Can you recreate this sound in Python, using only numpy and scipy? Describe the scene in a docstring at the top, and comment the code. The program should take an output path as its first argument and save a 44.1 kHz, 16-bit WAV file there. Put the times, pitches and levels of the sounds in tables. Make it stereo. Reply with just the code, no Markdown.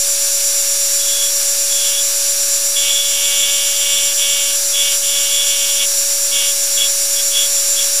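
"""A high-speed rotary engraving handpiece runs close to the microphone at about 564 turns a second.
From the start, rotor and bearing tones whine and throb over a bright rushing hiss and a faint rumble.
From about one second on, the burr is set on a small metal coin again and again: light touches first,
singing at the flute rate as a rough sine, then mostly firmer ones, where the tip bounces and rasps as
irregular strikes ring its resonances. After the last stroke the handpiece runs on alone."""
import sys
import numpy as np
from scipy import signal
from scipy.fft import rfft, irfft
from scipy.io import wavfile
from scipy.ndimage import uniform_filter1d

SR = 44100
rng = np.random.default_rng(int(sys.argv[2]) if len(sys.argv) > 2 else 0)


def master(y):
    """Save y as 16-bit WAV."""
    cut = np.clip(np.atleast_2d(y).T, -1, 1)
    pcm = np.round(cut * 32767)  # scale
    wavfile.write(sys.argv[1], SR, pcm.astype(np.int16))


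N = 352781
TIME = np.arange(N) / SR  # s
FREQS = np.maximum(np.fft.rfftfreq(N, 1 / SR), 1)  # Hz


def from_db(db):
    """Decibels to gain."""
    return 10 ** (np.asarray(db) / 20)


def rms_one(x):
    """Scale to unit rms."""
    return x / np.sqrt(np.mean(x ** 2) + 1e-20)


def in_time(rows):
    """Each column of a (seconds, ...) curve, sample by sample."""
    seconds, *columns = np.transpose(rows)
    return [np.interp(TIME, seconds, column) for column in columns]


def over_freqs(points):
    """A (Hz, value) curve joined on a log-frequency axis."""
    hz, value = np.transpose(points)
    return np.interp(np.log(FREQS), np.log(hz), value)


def drift(corner_hz):
    """Smooth random wandering of spread 1: noise through two equal one-pole low-passes."""
    step = 20  # samples between the points of the slow curve
    pole = np.exp(-2 * np.pi * corner_hz * step / SR)
    noise = rng.standard_normal(N // step + 2002)
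    slow = signal.lfilter([1], [1, -2 * pole, pole * pole], noise)[2000:]  # skip the filter's start
    return np.interp(np.arange(N) / step, np.arange(len(slow)), rms_one(slow))


def panned(x, pan_db):
    """Place a sound between left and right at constant power; positive leans left."""
    gains = from_db(np.array([[pan_db], [-pan_db]]) / 2)
    return rms_one(gains) * x


def resonate(x, modes):
    """Ring parallel two-pole resonances of alternating sign."""
    out = 0
    for k, (hz, width_hz, db) in enumerate(modes):
        radius = np.exp(-np.pi * width_hz / SR)
        b = (1 - radius ** 2) / 2 * np.array([1, 0, -1])
        a = [1, -2 * radius * np.cos(2 * np.pi * hz / SR), radius ** 2]
        out = out + (-1) ** k * from_db(db) * signal.lfilter(b, a, x + 1e-18)
    return out


def band(x, low_hz, high_hz):
    """Band-pass with steep edges."""
    return signal.sosfilt(signal.butter(4, [low_hz, high_hz], "band", fs=SR, output="sos"), x)


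def stereo_noise(spectrum):
    """Coloured noise of unit rms whose channels are most alike in the upper mids, least in the treble."""
    # Balance of the noise. Each row: frequency in Hz, left over right in dB.
    balance = [(100, -1), (700, -5), (1300, -3), (2400, -.5), (4400, -5), (7500, -2), (15000, -4)]
    # Likeness of the channels. Each row: frequency in Hz, likeness from 0 to 1.
    likeness = [(100, 0.64), (1500, 0.88), (3500, 1), (7000, 0.25), (15000, 0.31)]
    mid, side = rfft(rng.standard_normal((2, N)))
    alike = np.clip(over_freqs(likeness), 0, 1)
    sign = np.array([[1], [-1]])  # left, right
    both = np.sqrt(1 + alike) * mid + sign * np.sqrt(1 - alike) * side
    colour_db = over_freqs(spectrum) + sign * over_freqs(balance) / 2
    return rms_one(irfft(both * from_db(colour_db), N))


def spindle_turns(wander=0.036):
    """Turns made so far: the summed spindle speed, with a tiny wander in turns per s."""
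    # Spindle speed. Each row: time in seconds, speed in turns per second.
    speed = [(0.05, 564.4), (0.81, 562.8), (3.81, 566.6), (6.61, 562.2), (7.9, 562.4)]
    return np.cumsum(in_time(speed)[0] + wander * drift(5.5)) / SR


def throb_angle():
    """Phase of the slow throb in radians, starting on a crest."""
    # Pace of the throb in the whine. Each row: time in seconds, throbs per second.
    pace = [(0.0, 8.76), (0.85, 8.07), (1.05, 6.78), (1.5, 8.45), (2.0, 6.38), (2.2, 8.15), (2.65, 8.1),
            (3.0, 5.96), (3.45, 7.34), (4.65, 8.37), (5.0, 6.8), (5.25, 7.59), (6.25, 8.1), (6.85, 7.29),
            (7.1, 8.74), (7.35, 6.26), (8.0, 8.1)]
    return 2 * np.pi * np.cumsum(in_time(pace)[0]) / SR


def whine(turns, throb, rough=0.03, slip=0.098, flutter_hz=35, throb_bend=0.5, throb_share=0.64, waver_db=1.13):
    """Rotor harmonics hold steadier; bearing tones flutter and waver as the balls slip, some swell and bend
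    with the throb. Slip and bend are in radians."""
    # Tones of the rotor and its bearings. Each row: multiple of the spindle speed, level in dB,
    # left over right in dB, throb depth from 0 to 1.
    partials = [(0.573, -57.4, -4, 0.1), (1.0, -34.2, -5, 0.1), (2.0, -50.7, -2, 0.1),
                (3.0, -45.6, -1, 0.1), (3.819, -52.2, 0, 0.1), (4.0, -46.7, -3, 0.1),
                (4.352, -52.2, -1, 0.1), (5.0, -45.7, 0, 0.1), (6.04, -45.3, -1, 0.1),
                (6.383, -44.1, -2, 0.1), (6.457, -46.7, -2, 0.1), (6.707, -46.1, -1, 0.0),
                (7.0, -45.7, -1, 0.1), (7.243, -48.0, -2, 0.1), (8.589, -34.9, -7, 0.1),
                (9.589, -40.3, -5, 0.1), (9.682, -36.4, -7, 0.1), (10.0, -23.6, -7, 0.1),
                (10.411, -28.6, -7, 0.1), (10.808, -33.2, -8, 0.0), (11.255, -40.3, -6, 0.0),
                (11.654, -31.8, -4, 0.1), (11.666, -40.0, -4, 0.1), (11.883, -39.9, -4, 0),
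                (12.038, -40.1, -5, 0.3), (12.412, -27.2, -2, 0.35), (12.455, -40.0, -2, 0.1),
                (12.88, -20.9, -1, 0.6), (13.196, -34.7, 0, 0.1), (13.308, -37.2, 0, 0.1),
                (13.622, -38.5, -1, 0.1), (13.716, -36.5, -1, 0.5), (13.883, -34.4, 2, 0.1),
                (14.05, -40.0, 1, 0), (14.469, -40.7, -4, 0.1), (14.871, -36.3, -5, 0),
                (16.117, -31.4, 1, 0.1), (16.176, -44.2, -2, 0.1), (16.419, -41.0, 0, 0),
                (16.669, -35.6, 0, 0.1), (16.749, -42.8, -3, 0.1), (16.871, -42.8, -3, 0.2),
                (17.177, -26.7, -5, 0.1), (17.27, -39.5, -3, 0.1), (17.495, -31.8, -3, 0.1),
                (18.073, -42.3, -6, 0.1), (18.117, -30.0, -5, 0.1), (19.246, -43.4, -6, 0.1),
                (20.092, -44.1, -6, 0.1), (21.0, -46.2, -4, 0.1), (21.471, -31.9, -4, 0.1),
                (21.823, -37.4, -1, 0.1), (22.057, -38.3, -8, 0.1), (22.115, -37.4, -7, 0.1),
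                (22.901, -42.1, -4, 0.1), (23.824, -36.9, -1, 0.1), (25.766, -40.7, -4, 0.1)]
    out = np.zeros((2, N))
    swell, bend = throb_share * np.cos(throb), throb_bend * np.sin(throb)
    # the tones draw on a shared pool of random motions
    flutters = [drift(flutter_hz) for _ in range(13)]
    wavers = [from_db(waver_db * drift(5.5)) - 1 for _ in flutters]
    for multiple, db, pan_db, depth in partials:
        is_harmonic = multiple == round(multiple)
        loose = min(multiple / 10, 1) * (0.5 if is_harmonic else 1)
        shake, slide = rng.choice(len(flutters), size=2, replace=False)
        angle = 2 * np.pi * ((multiple * turns + rng.random()) % 1)
        angle = angle + slip * loose * flutters[slide] + depth * bend
        level = (1 + depth * swell) * (1 + loose * (rough * flutters[shake] + wavers[slide]))
        tone = np.sqrt(2) * level * np.sin(angle.astype(np.float32))
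        out += panned(from_db(db) * tone, pan_db)
    return out


def shimmer(turns, count=44, spread_db=1.0, tilt_db=-6, pan_db=-3):
    """Bearing flaws mix into a crowd of faint, unrelated high tones that follow the spindle speed."""
    out = 0
    multiples = rng.uniform(10, 27, count)
    for multiple, chance, start in zip(multiples, rng.standard_normal(count), rng.random(count)):
        angle = 2 * np.pi * ((multiple * turns + start) % 1)
        level_db = spread_db * chance + tilt_db * np.log2(multiple)  # tilt is per octave
        out = out + from_db(level_db) * np.sin(angle.astype(np.float32))
    return panned(rms_one(out), pan_db)


def stroke_level(touch_s=0.02, lift_s=0.024):
    """Each stroke bites quickly, swells in an arch to its strongest moment, eases off and lifts."""
    # Strokes of the burr on the coin. Each row: set down, strongest and lifted in seconds,
    # level at the strongest moment in dB, swell from the ends to that moment in dB.
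    strokes = [(0.995, 1.22, 1.305, -24, 5), (1.70, 1.98, 2.025, -22.5, 5), (2.752, 2.77, 2.81, -19.5, 8),
               (2.81, 2.92, 3.08, -18.7, 3), (3.08, 3.39, 3.78, -19.3, 4), (3.78, 3.88, 4.14, -19, 5),
               (4.168, 4.25, 4.565, -18.6, 8), (4.73, 4.78, 4.965, -18.5, 6), (5.02, 5.47, 5.79, -20.6, 4),
               (5.79, 5.83, 5.86, -19, 4), (6.315, 6.39, 6.525, -18.7, 5), (6.768, 6.83, 6.876, -16, 5),
               (7.162, 7.2, 7.215, -23.2, 4), (7.312, 7.375, 7.47, -16.2, 9), (7.565, 7.585, 7.605, -31, 3),
               (7.76, 7.79, 7.85, -21.4, 7)]
    level = np.zeros(N)
    for down, strongest, up, db, swell_db in strokes:
        nearest_end = np.minimum((TIME - down) / touch_s, (up - TIME) / lift_s)
        touching = np.clip(nearest_end + 0.5, 0, 1)
        off_crest = np.interp(TIME, [down, strongest, up], [-1, 0, 1])
        level += touching * from_db(db - swell_db * off_crest ** 2)
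    return level


def contact(ease_s=0.08, catch_db=9, catch_hz=13):
    """Strength of flute tone and chatter: pressure shifts power into chatter and makes the tone fitful."""
    # How firmly the hand presses. Each row: time in seconds,
    # pressure from 0, a pure singing tone, to 1, pure chatter.
    firmness = [(1.0, 0.16), (1.73, .1), (1.92, 0.5), (1.99, 0.2), (2.77, 0.4), (2.86, 1), (2.93, 0.23),
                (3.05, 0.3), (3.13, 0.74), (4.2, .68), (4.5, 0.85), (4.78, 0.4), (4.88, 0.94), (5.47, 0.55),
                (5.7, .82), (6.42, 0.76), (6.53, .4), (6.83, .22)]
    level = stroke_level()
    # pressure builds as the burr lands and eases as it lifts
    seated = uniform_filter1d((level > 0) * 1.0, int(ease_s * SR))
    pressure = np.clip(in_time(firmness)[0] * seated, 0.02, 0.98)
    # the tone catches and drops out, up to catch_db either way at full pressure
    catching = from_db(catch_db * pressure * np.tanh(drift(catch_hz)))
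    singing = level * np.sqrt(1 - pressure) * catching
    chattering = level * np.sqrt(pressure)
    return singing, chattering


def bite(turns, uneven=0.24):
    """The tip whirls with the bearing cage and balls, so it digs deep on some turns and misses on others."""
    # cycles per turn; the swings are shares of a bite of 1
    cage_ratio, ball_ratio = 0.424, 0.312
    cage = 1.25 * np.cos(2 * np.pi * cage_ratio * turns)
    balls = 0.25 * np.cos(2 * np.pi * ball_ratio * turns)
    return np.maximum(1 + cage + balls + uneven * drift(250), 0)


def flute_tone(turns, depth, flutes=6, rough=0.37, wobble=0.19, whirl_share=0.065):
    """The flutes shave the metal one after another: a rough tone at six times the spindle speed."""
    level = (1 + whirl_share * (depth - 1)) * (1 + rough * drift(190))
    angle = 2 * np.pi * flutes * turns + wobble * drift(50)
    return rms_one(level * np.sin(angle))


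def knocks(turns, depth, jitter_turns=0.017, grit=0.06):
    """The tip strikes about once a turn, and each strike tears off gritty chips, a noise that dies away."""
    place = turns + jitter_turns * drift(280)
    # each strike is shared between the two samples around its exact moment
    passed = np.floor(place) + np.clip(place % 1 / np.gradient(turns), 0, 1)
    strikes = np.diff(passed, prepend=passed[0])
    chips = grit * rng.standard_normal(N) * (1 - place % 1) ** 2
    return depth * (strikes + chips)


def cutting(turns, singing, chattering, flute_db=0.5, chatter_db=0, bench_db=-32, patchy_db=2,
            pan_db=-1.0, bench_pan_db=-2.0):
    """The burr on the coin: flute tone, chatter in the tip's resonances and a dull buzz through the bench."""
    # Resonances of burr and coin. Each row: frequency in Hz, width in Hz, level in dB.
    tip_modes = [(890, 70, -18), (2265, 60, -8), (2530, 160, -9), (2835, 140, -4), (3070, 90, 1.5),
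                 (3310, 340, -2), (3700, 180, -7)]
    # Resonances of work holder and bench. Each row: frequency in Hz, width in Hz, level in dB.
    bench_modes = [(174, 16, -2.5), (250, 19, -12), (390, 27, -6)]
    depth = bite(turns)
    blows = knocks(turns, depth)
    tone = from_db(flute_db) * singing * flute_tone(turns, depth)
    tip_ring = rms_one(band(resonate(blows, tip_modes), 970, 4470))
    rasp = from_db(chatter_db) * chattering * tip_ring
    bench_ring = rms_one(band(resonate(blows, bench_modes), 160, 490))
    buzz = from_db(bench_db + patchy_db * drift(5.9)) * chattering * bench_ring
    return panned(tone + rasp, pan_db) + panned(buzz, bench_pan_db)


def hiss(turns, throb, pulsing=0.067, throb_db=-0.35, flicker_db=0.58):
    """Rushing noise of air and bearings, pulsing with every turn and dipping a little on the throb's crests."""
    # Spectrum of the rush. Each row: frequency in Hz, relative density in dB per Hz.
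    rush = [(150, -52), (190, -22), (620, -19.5), (750, -13.5), (1050, -15.5), (1600, -8), (1850, -13.5),
            (2500, -6), (3300, -7.5), (4700, -1), (7800, 2.5), (8700, -5), (9800, -1.5), (15300, -11)]
    gain = from_db(throb_db * np.cos(throb) + flicker_db * drift(11.0))
    return stereo_noise(rush) * gain * (1 + pulsing * np.cos(2 * np.pi * turns))


def rumble():
    """Faint room rumble: steady noise weighted to the lowest octaves."""
    # Spectrum of the rumble. Each row: frequency in Hz, relative density in dB per Hz.
    low_end = [(20, -21), (50, 11), (85, -7), (115, -30), (300, -53)]
    return stereo_noise(low_end)


def at_ports(x):
    """The right port hears the tool a little later, by an amount that changes with frequency."""
    # Phase by which the left port leads the right. Each row: frequency in Hz, lead in radians.
    port_phase = [(0, 0.43), (2070, 0.28), (2840, 0.97), (3190, 0.39), (4650, 0), (6980, 1.21),
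                  (8610, 0.44), (9910, 0.68), (10200, 1.1), (10600, 1.5), (12600, 1.4), (12900, 1.6),
                  (14500, 1), (15400, 0.4)]
    lead = np.interp(FREQS, *np.transpose(port_phase))
    return np.array([x[0], irfft(rfft(x[1]) * np.exp(-1j * lead), N)])


def scene(whine_db=0, shimmer_db=-30, hiss_db=-19.0, rumble_db=-66, whine_damping_db=-0.96, hiss_damping_db=-0.67):
    """The running handpiece, its cuts and the room; the left port hears the tool a little earlier."""
    turns = spindle_turns()
    throb = throb_angle()
    singing, chattering = contact()
    # pressing on the coin steadies the bearings, so they run a little quieter
    load = uniform_filter1d(chattering, SR // 2)
    load = load / load.max()
    tones = from_db(whine_db) * whine(turns, throb) + from_db(shimmer_db) * shimmer(turns)
    tones = from_db(whine_damping_db * load) * tones
    rushing = from_db(hiss_db + hiss_damping_db * load) * hiss(turns, throb)
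    tool = tones + rushing + cutting(turns, singing, chattering)
    return at_ports(tool) + from_db(rumble_db) * rumble()


def record(dry, cutoff_hz=15350, offset=-0.031):
    """The recorder cuts the top with a steep low-pass and adds a small steady offset."""
    low_pass = signal.ellip(10, 0.1, 90, cutoff_hz, fs=SR, output="sos")
    return signal.sosfilt(low_pass, dry) + offset


dry = scene()
out = record(dry)
master(out)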